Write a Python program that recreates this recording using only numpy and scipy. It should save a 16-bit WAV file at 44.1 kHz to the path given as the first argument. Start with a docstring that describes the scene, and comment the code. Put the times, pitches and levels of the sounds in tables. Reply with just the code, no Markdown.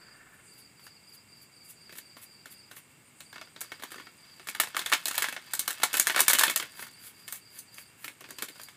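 """A quiet kitchen at night, one microphone close to a steel bowl of batter.
Just over the bowl a thin plastic packet is shaken, then squeezed: powder hisses as it slides, creases
buckle with a snap and a brief ring, fingers rub the soft filling, and metal jewellery on the hand tinkles.
Farther off, over a low hum, crickets trill outside with their wings, a higher insect chirps,
and a faint rasp flutters once at the start."""
import sys
import numpy as np
from scipy import signal
from scipy.fft import rfft, irfft
from scipy.io import wavfile
from scipy.ndimage import uniform_filter1d

SR = 44100
rng = np.random.default_rng(int(sys.argv[2]) if len(sys.argv) > 2 else 0)


def log_audio(samples):
    """Write samples as a 16-bit WAV file to the path given in sys.argv[1]."""
    # one column per channel
    frames = np.atleast_2d(samples).T
    # limit to full scale, then quantise
    limited = np.clip(frames, -1, 1)
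    pcm = np.round(limited * 32767).astype(np.int16)
    wavfile.write(sys.argv[1], SR, pcm)


N = 386316


def amp(db):
    """Decibels to gain."""
    return 10 ** (np.asarray(db) / 20)


def rms_one(x):
    """Scale to rms 1."""
    return x / np.sqrt(np.mean(x ** 2) + 1e-20)


def band(x, low_hz, high_hz):
    """Band-pass."""
    return signal.sosfilt(signal.butter(2, [low_hz, high_hz], "band", fs=SR, output="sos"), x)


def highpass(x, hz):
    """Roll off the bass."""
    return signal.sosfilt(signal.butter(3, hz, "high", fs=SR, output="sos"), x)


def colour(x, spectrum):
    """Filter by a (frequency [Hz], level [dB]) spectrum; white noise keeps its rms."""
    hz, db = np.transpose(spectrum)
    grid = np.maximum(np.fft.rfftfreq(len(x), 1 / SR), 1)
    gain = amp(np.interp(np.log(grid), np.log(hz), db, left=-60))
    return irfft(rfft(x) * rms_one(gain), len(x))


def drift(hz):
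    """A random wander of rms 1, mostly slower than hz."""
    r = np.exp(-2 * np.pi * hz / SR)
    return rms_one(signal.lfilter([1], [1, -2 * r, r * r], rng.standard_normal(N + SR))[SR:])


def ring(x, hz, t60):
    """One resonance: a unit click starts a dying sine of height about 1."""
    r, w = amp(-60 / (t60 * SR)), 2 * np.pi * hz / SR
    return signal.lfilter([0, np.sin(w)], [1, -2 * r * np.cos(w), r * r], x + 1e-18)


def grains(per_s, spread_db):
    """Random clicks, a few much larger than the rest; rms 1."""
    sizes = amp(spread_db * np.minimum(rng.exponential(1, N), 4)) * rng.choice([-1, 1], N)
    return rms_one(sizes * (rng.random(N) < per_s / SR))


def swells(rows):
    """Bell-shaped envelopes from (time [s], level [dB], half length [s]) rows."""
    t = np.arange(N) / SR
    return sum(amp(db) * np.exp(-((t - s) / half) ** 2) for s, db, half in rows)


# Night air and hum all round the microphone: (frequency [Hz], relative level [dB])
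AIR_SPECTRUM = [(40, -14), (121, 5.5), (350, -1.5), (600, -8), (1200, -6.5), (1950, -7), (2250, -0.5),
                (2500, -7.5), (4000, -15), (6300, -20), (7000, -9), (8400, -6), (9400, -15), (12500, -17.5),
                (15600, -18)]


def night_air():
    """Room tone: steady noise with a low hum, and one thin, faint tone."""
    air = amp(-59.5) * colour(rng.standard_normal(N), AIR_SPECTRUM)
    thin_tone = rms_one(ring(rng.standard_normal(N), hz=2735, t60=.07))
    return air + amp(-73) * thin_tone


# Bouts of cricket song out in the yard: (time [s], phrase spacing [s], relative level [dB])
CRICKET_BOUTS = [(-.08, .31, -58), (.46, .3, -58), (1.02, .245, -57), (3.24, .31, -58), (6.87, .265, -58),
                 (8.24, .26, -57)]
# Length of each bout: (phrases [count])
PHRASES_PER_BOUT = 1, 2, 7, 12, 4, 2


def crickets():
    """Phrases of wing strokes, each stroke falling in pitch; the yard smears them into a narrow wash."""
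    strokes_per_s, centre_hz, fall_hz = 22, 4723, 422
    sung_share, yard_t60_s = .84, .16
    t, song, level = np.arange(N) / SR, np.zeros(N), np.zeros(N)
    waver_hz = 70 * drift(53.7)
    for (first, gap, db), count in zip(CRICKET_BOUTS, PHRASES_PER_BOUT):
        length = sung_share * gap
        for start in first + gap * np.arange(count):
            on = (t >= start) & (t < start + length)
            age = t[on] - start
            stroke = (strokes_per_s * age) % 1
            hz = centre_hz + fall_hz * (.5 - stroke) + waver_hz[on]
            tone = np.sin(2 * np.pi * np.cumsum(hz) / SR)
            level[on] = amp(db) * np.sin(np.pi * age / length) ** .4
            song[on] = level[on] * np.sin(np.pi * stroke) ** .83 * tone
    fade = amp(-2 * 60 / (yard_t60_s * SR))
    lingering = np.sqrt(signal.lfilter([1 - fade], [1, -fade], level ** 2))
    wash = rms_one(band(band(rng.standard_normal(N), 4540, 5010), 4540, 5010))
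    far_singers = amp(-74)
    flicker = amp(2 * drift(130))
    return 1.44 * song * flicker + (amp(-8) * lingering + far_singers) * wash


# The swell of a rasp far from the microphone: (time [s], relative level [dB], half length [s])
RASP_SWELL = (0.16, -56, 0.32)
# Its resonances: (frequency [Hz], relative level [dB], t60 [s])
RASP_RESONANCES = [(755, -21, 0.017), (1540, 3, 0.0094), (1750, 0, 0.022), (2100, -8, .015)]


def far_rasp():
    """One swell of noise with seven quick beats on top, sounding through a few resonances."""
    beats = [(.022 + k * .063, -57.5, .01) for k in range(7)]
    flutter = swells([RASP_SWELL] + beats) * rng.standard_normal(N)
    return amp(-24) * sum(amp(db) * ring(flutter, hz, t60) for hz, db, t60 in RASP_RESONANCES)


# Bouts of a higher insect outside: (time [s], chirp spacing [s], chirps [count])
INSECT_BOUTS = [(.15, .232, 6), (1.57, .255, 6), (3.07, .225, 6), (4.42, .25, 9), (6.72, .233, 9)]


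def high_insect():
    """Short, evenly spaced chirps of narrow, high noise."""
    chirps = swells([(s + k * gap, -64.5, .028) for s, gap, count in INSECT_BOUTS for k in range(count)])
    return chirps * rms_one(ring(rng.standard_normal(N), hz=8860, t60=.035))


# Shakes of the packet, close to the microphone: (time [s], level [dB])
PACKET_SHAKES = [(.346, -61), (.593, -48.5), (.855, -50), (1.147, -49), (1.428, -53), (1.704, -44),
                 (1.982, -42.5), (2.234, -43), (2.524, -45), (2.776, -43.5), (2.914, -65), (6.82, -41.5),
                 (7.07, -44), (7.21, -57), (7.348, -42), (7.58, -46.5), (7.801, -47.5), (8.06, -46),
                 (8.44, -53), (8.63, -54)]


def shaking():
    """Envelope of the shakes: a weaker forward stroke leads each back stroke."""
    flick_s, swing_s, swings_from_s = .018, .034, 3   # half lengths: quick flicks, then looser swings
    lead_s, lead_db = .049, -10
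    back = [(s, db, flick_s if s < swings_from_s else swing_s) for s, db in PACKET_SHAKES]
    forward = [(s - lead_s, db + lead_db, half) for s, db, half in back]
    return swells(back + forward)


# Powder sliding on plastic, heard close: (frequency [Hz], relative level [dB])
POWDER_SPECTRUM = [(2500, -7.5), (5800, -10.5), (7250, -3), (11600, 4.5), (13800, -4.5), (15600, 5)]


def sliding_powder(shakes):
    """Each shake throws the powder along the film; its tiny clicks merge into a hiss."""
    return shakes * colour(grains(per_s=9000, spread_db=4), POWDER_SPECTRUM)


# Crests of a soft hiss in the background: (time [s])
HISS_TIMES = [.48, 1.7, 3.22]
# Its colour: (frequency [Hz], relative level [dB])
HISS_SPECTRUM = [(6000, -8), (7500, 7), (9300, 10), (11500, -17)]


def soft_hiss():
    """A narrow, high hiss swells and fades."""
    envelope = swells([(s, -58, .059) for s in HISS_TIMES])
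    return envelope * colour(rng.standard_normal(N), HISS_SPECTRUM)


# Resonances of the packet: (frequency [Hz], width [Hz], relative level [dB])
FILM_RESONANCES = [(686, 110, 0), (1820, 75, 4), (2230, 33, -0.5), (2632, 22, -7), (3260, 300, 7.5)]


def film_body(x):
    """The packet's broad voice with its resonances on top."""
    ringing = sum(amp(db) * ring(x, hz, 1.02 / width) for hz, width, db in FILM_RESONANCES)
    return band(x, 580, 3930) + amp(-31.5) * ringing


# Creases buckling close to the microphone: (time [s], ring level [dB], brightness [dB], ring pitch [Hz])
CREASES = [(0.7936, -43.5, -25, 1430), (0.8668, -37, -11.5, 1830), (1.8938, -37, -23, 2230),
           (1.925, -35, -13, 1720), (1.954, -41, -5, 1770), (1.9835, -37, -1.5, 3870),
           (2.167, -36.5, -16, 1420), (2.4569, -32.5, -15, 1520), (2.7125, -34.5, -15, 1720),
           (2.7657, -43.5, -3, 1760), (3.205, -34, -10, 3920), (3.3282, -36.5, -15, 1750),
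           (3.3583, -31, -24, 1390), (3.3812, -37, -25, 1740), (3.4126, -30, -24, 1450),
           (3.473, -41.5, -33, 1400), (3.562, -34.5, -24, 3980), (3.607, -38, 1, 3360),
           (3.613, -29, -1.5, 1710), (3.645, -41, -22, 1380), (3.7184, -28.5, -18, 1740),
           (3.797, -42, -19, 1750), (3.8227, -34.5, -13, 1830), (3.8352, -26.5, -11.5, 1830),
           (3.906, -42, -12, 3310), (3.9177, -33.5, -7, 1770), (3.9422, -33, -18, 1400),
           (3.9577, -35, -13, 1580), (3.982, -33, -29, 1850), (3.998, -34, -22, 1460),
           (4.069, -36.5, -32, 1800), (4.3969, -35.5, -32, 1410), (4.4716, -30, -8, 1860),
           (4.4864, -22.5, -6.5, 2170), (4.5491, -24.5, -14, 1820), (4.5998, -10.5, -9.5, 1950),
           (4.6346, -24, -10, 1650), (4.6717, -28, -14, 1840), (4.7464, -25, -30, 1550),
           (4.7666, -17, -7.5, 1710), (4.792, -21.5, -7, 3760), (4.815, -28.5, -9, 1580),
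           (4.8605, -17, -12, 3550), (4.8965, -31.5, -5, 1840), (4.918, -14.5, -15, 1750),
           (4.9246, -8, -18.5, 2190), (4.9331, -12, -9, 2710), (5.0556, -19, -2.5, 4200),
           (5.0814, -27, 0, 1870), (5.1102, -24.5, -3.5, 1820), (5.1435, -28, -15, 1850),
           (5.1516, -28, -6, 2170), (5.1796, -14, -2, 1800), (5.2216, -17, -5, 1780),
           (5.2415, -17, -15, 1940), (5.2851, -20, -14.5, 1910), (5.3253, -25, -12, 2150),
           (5.3642, -23, -27, 1490), (5.5353, -20.5, 0, 1650), (5.5931, -27, 7, 3800),
           (5.678, -17.5, -3, 1440), (5.7055, -26.5, 0.5, 1910), (5.799, -33.5, -22, 1350),
           (5.8187, -30, -14, 1280), (5.8329, -10.5, -7, 1360), (5.9295, -25, -5, 3340),
           (5.9404, -15, -5.5, 1660), (5.9693, -20, -0.5, 1370), (5.9973, -15, 4, 2150),
           (6.0698, -13.5, -4, 1820), (6.0975, -13.5, -15, 1820), (6.1462, -23, -31, 1780),
           (6.1613, -12.5, -13, 1580), (6.1771, -18, -13, 1730), (6.1916, -11, -9, 1800),
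           (6.2039, -15, 4.5, 1330), (6.281, -12.5, 0, 2310), (6.2995, -14.5, -7, 1640),
           (6.3083, -20, 1, 1590), (6.332, -12.5, -2.5, 2200), (6.35, -15, -7, 3280),
           (6.3859, -15.5, -4, 1790), (6.3926, -13.5, -1, 3360), (6.4098, -13, -11.5, 1820),
           (6.4349, -8, -3.5, 1820), (6.4664, -22, -11, 1820), (6.4795, -15.5, -18, 3320),
           (6.4972, -19.5, -3, 2160), (6.56, -16.5, -1.5, 1990), (6.5982, -19.5, -13, 3180),
           (6.6249, -25, -9.5, 1970), (6.793, -30, -13.5, 1500), (6.8246, -30.5, -12, 1950),
           (6.867, -35, -10.5, 1690), (7.2789, -30.5, -4.5, 3550), (7.3244, -31.5, 2, 1310),
           (7.355, -52, 11, 2220), (7.5888, -59, 20, 2100), (7.743, -49, 3, 2640), (7.7824, -37, -7, 2430),
           (8.0437, -28, -8, 2330), (8.08, -29, -8.5, 2330), (8.2072, -36.5, -7, 1260),
           (8.2412, -34, -34, 2610), (8.288, -40, -12, 1840), (8.306, -32, -6, 1840),
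           (8.3853, -29.5, -4, 3870), (8.4226, -21.5, -8, 1700), (8.4843, -33, -6, 3550),
           (8.557, -43, -10, 1480), (8.5966, -33, -19, 1660), (8.6144, -46, 7, 3360),
           (8.6337, -48, 11, 1700), (8.6852, -37.5, -12, 1390)]
# The bright crack of the film: (frequency [Hz], relative level [dB])
CRACK_SPECTRUM = [(2350, -22.5), (4000, 0), (5400, -5.5), (7300, 2.5), (9900, 3), (13800, 0), (15600, -1.5)]
CRACK_DB = 8   # lift of every crack over its ring, added to the brightness


def crease_snaps():
    """A crease buckles in a quick run of dying clicks: a dull ring of the panel and a bright crack."""
    size = round(.06 * SR)
    t = np.arange(size) / SR
    rings, cracks = np.zeros(N + size), np.zeros(N + size)
    noises = rng.standard_normal((len(CREASES), 3, size))
    run = np.minimum(t / .000057, 1) * amp(-2200 * t) / (1 + (t / .0058) ** 6)   # the fold runs, then stops
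    settle = np.minimum(t / .002, 1) * amp(-10 - 60 * t / .06)
    kick_envelope = np.minimum(t / .00053, 1) * amp(-60 * t / .03)
    for (s, ring_db, bright_db, hz), (slips, fizz, lumps) in zip(CREASES, noises):
        kicks = slips * np.abs(slips) * kick_envelope
        panel = .22 * ring(kicks, hz, t60=.005) + film_body(kicks)
        uneven = amp(22 * uniform_filter1d(lumps, size=30))   # it slips in fits
        crack = fizz * uneven * (run + settle)
        at = round(s * SR)
        rings[at:at + size] += amp(ring_db) * panel / np.abs(panel).max()
        cracks[at:at + size] += amp(ring_db + bright_db + CRACK_DB) * crack / np.abs(crack).max()
    return highpass(rings[:N], 620) + colour(cracks[:N], CRACK_SPECTRUM)   # film moves no bass


def after_snaps(db, t60):
    """An envelope that jumps at every snap and dies away."""
    power = np.zeros(N)
    power[(np.array(CREASES)[:, 0] * SR).astype(int)] = amp(2 * db)
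    fade = amp(-2 * 60 / (t60 * SR))
    return np.sqrt(signal.lfilter([1], [1, -fade], power + 1e-18))


# Fingers working the film, close up: (time [s], crackle level [dB], pressure on the filling [dB])
FINGER_GRIP = [(1.8, -71.5, 1), (3.23, -75, -3.5), (3.87, -59.5, 4.5), (4.14, -66, 3), (4.48, -61.5, -1),
               (4.71, -54, -2), (5.23, -46, -3), (5.37, -59, -5), (5.58, -52, 0), (6.32, -41.5, 3.5),
               (6.47, -44, 5.5), (6.62, -54.5, 2.5), (7.36, -71, -7.5), (8.08, -68, 2.5), (8.47, -62, 6.5),
               (8.76, -63.5, -12)]


def grip_curves():
    """Crackle level and pressure in dB at every sample; silence before and after."""
    s, *columns = np.transpose(FINGER_GRIP)
    return [np.interp(np.arange(N) / SR, s, column, left=-120, right=-120) for column in columns]


def film_crackle(grip_db, shakes):
    """Small creases give way in clumps under the fingers, after each snap and faintly with each shake."""
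    _, ring_db, bright_db, _ = np.transpose(CREASES)
    crack_db = ring_db + bright_db + CRACK_DB
    dull = amp(grip_db) + after_snaps(ring_db - 15, t60=.083) + amp(-16.5) * shakes
    bright = amp(grip_db - 3.5) + after_snaps(crack_db - 14, t60=.083)
    crackle = rms_one(film_body(grains(per_s=2500 * amp(4 * drift(33)), spread_db=5)))
    ticks = colour(grains(per_s=2000 * amp(6 * drift(60)), spread_db=6), CRACK_SPECTRUM)
    return dull * highpass(crackle, 600) + bright * ticks


def filling_rub(pressure_db):
    """Pressed by the fingers, the soft filling rubs and thumps dully with each snap."""
    ring_db = np.array(CREASES)[:, 1]
    thumps = amp(pressure_db) * after_snaps(-38.5 + .54 * ring_db, t60=.11)
    rub = rms_one(band(grains(per_s=500, spread_db=3.5), 218, 480))
    return band(thumps * rub, 89, 1000)


# Jewellery knocking on the hand, close to the microphone: (time [s], level [dB])
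JEWELLERY_KNOCKS = [(7.323, -42), (7.327, -45), (7.587, -41.5), (7.59, -45), (7.744, -53), (8.045, -51),
                    (8.5, -54)]
# Modes of the metal: (frequency [Hz], relative level [dB], t60 [s])
JEWELLERY_MODES = [(6270, -5, .09), (8880, -5, .14), (9740, -10, .09), (11200, -8, .04), (12700, -10, .05),
                   (13950, -3, .1), (15180, -12, .06)]


def jewellery(scatter_db=2):
    """Every knock rings every mode of the metal with a strength of its own."""
    times, knock_db = np.transpose(JEWELLERY_KNOCKS)
    at, tinkle = [round(s * SR) for s in times], np.zeros(N)
    for hz, mode_db, t60 in JEWELLERY_MODES:
        clicks = np.zeros(N)
        clicks[at] = amp(knock_db + mode_db + scatter_db * rng.standard_normal(len(at)))
        tinkle += ring(clicks, hz, t60)
    return tinkle


# Decay of the kitchen round the microphone: (frequency [Hz], t60 [s])
KITCHEN_DECAY = [(300, 0.1), (2000, 0.13), (6000, 0.14), (14000, 0.066)]


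def kitchen_tail():
    """Diffuse sound that dies soonest in the top treble."""
    t = np.arange(round(.35 * SR)) / SR
    hz, t60s = np.transpose(KITCHEN_DECAY)
    edges_hz, tail = 200 * 2 ** np.arange(0, 6.6, .5), 0   # half octaves
    for low, high in zip(edges_hz, edges_hz[1:]):
        t60 = np.interp(np.log(low), np.log(hz), t60s)
        tail = tail + band(rng.standard_normal(len(t)), low, high) * amp(-60 * t / t60)
    return tail * np.minimum(t / .011, 1) / np.sqrt(np.sum(tail ** 2))


def reflections(x, paths=5):
    """The packet keeps moving, so every 30 ms its sound takes another path round bowl and room."""
    path = np.arange(N) // round(.03 * SR) % paths
    return amp(-6) * sum(signal.fftconvolve(x * (path == k), kitchen_tail())[:N] for k in range(paths))


def scene():
    """At the microphone, in mono: packet and hand up close with their reflections, the night behind."""
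    shakes = shaking()
    grip_db, pressure_db = grip_curves()
    packet = crease_snaps() + film_crackle(grip_db, shakes) + sliding_powder(shakes)
    close = packet + filling_rub(pressure_db) + jewellery()
    background = night_air() + crickets() + far_rasp() + high_insect() + soft_hiss()
    return (close + reflections(close) + background)[None]


def record(dry):
    """The loudest peaks are rounded; the top treble drops by a step, then is cut."""
    ceiling, step_hz, step_db, cutoff_hz = .92, 15520, -45, 16650
    rounded = dry / (1 + (dry / ceiling) ** 6) ** (1 / 6)
    body = signal.sosfilt(signal.ellip(12, .5, 70, step_hz, fs=SR, output="sos"), rounded)
    stepped = body + amp(step_db) * rounded
    return signal.sosfilt(signal.cheby2(12, 70, cutoff_hz, fs=SR, output="sos"), stepped)


dry = scene()
out = record(dry)
log_audio(out)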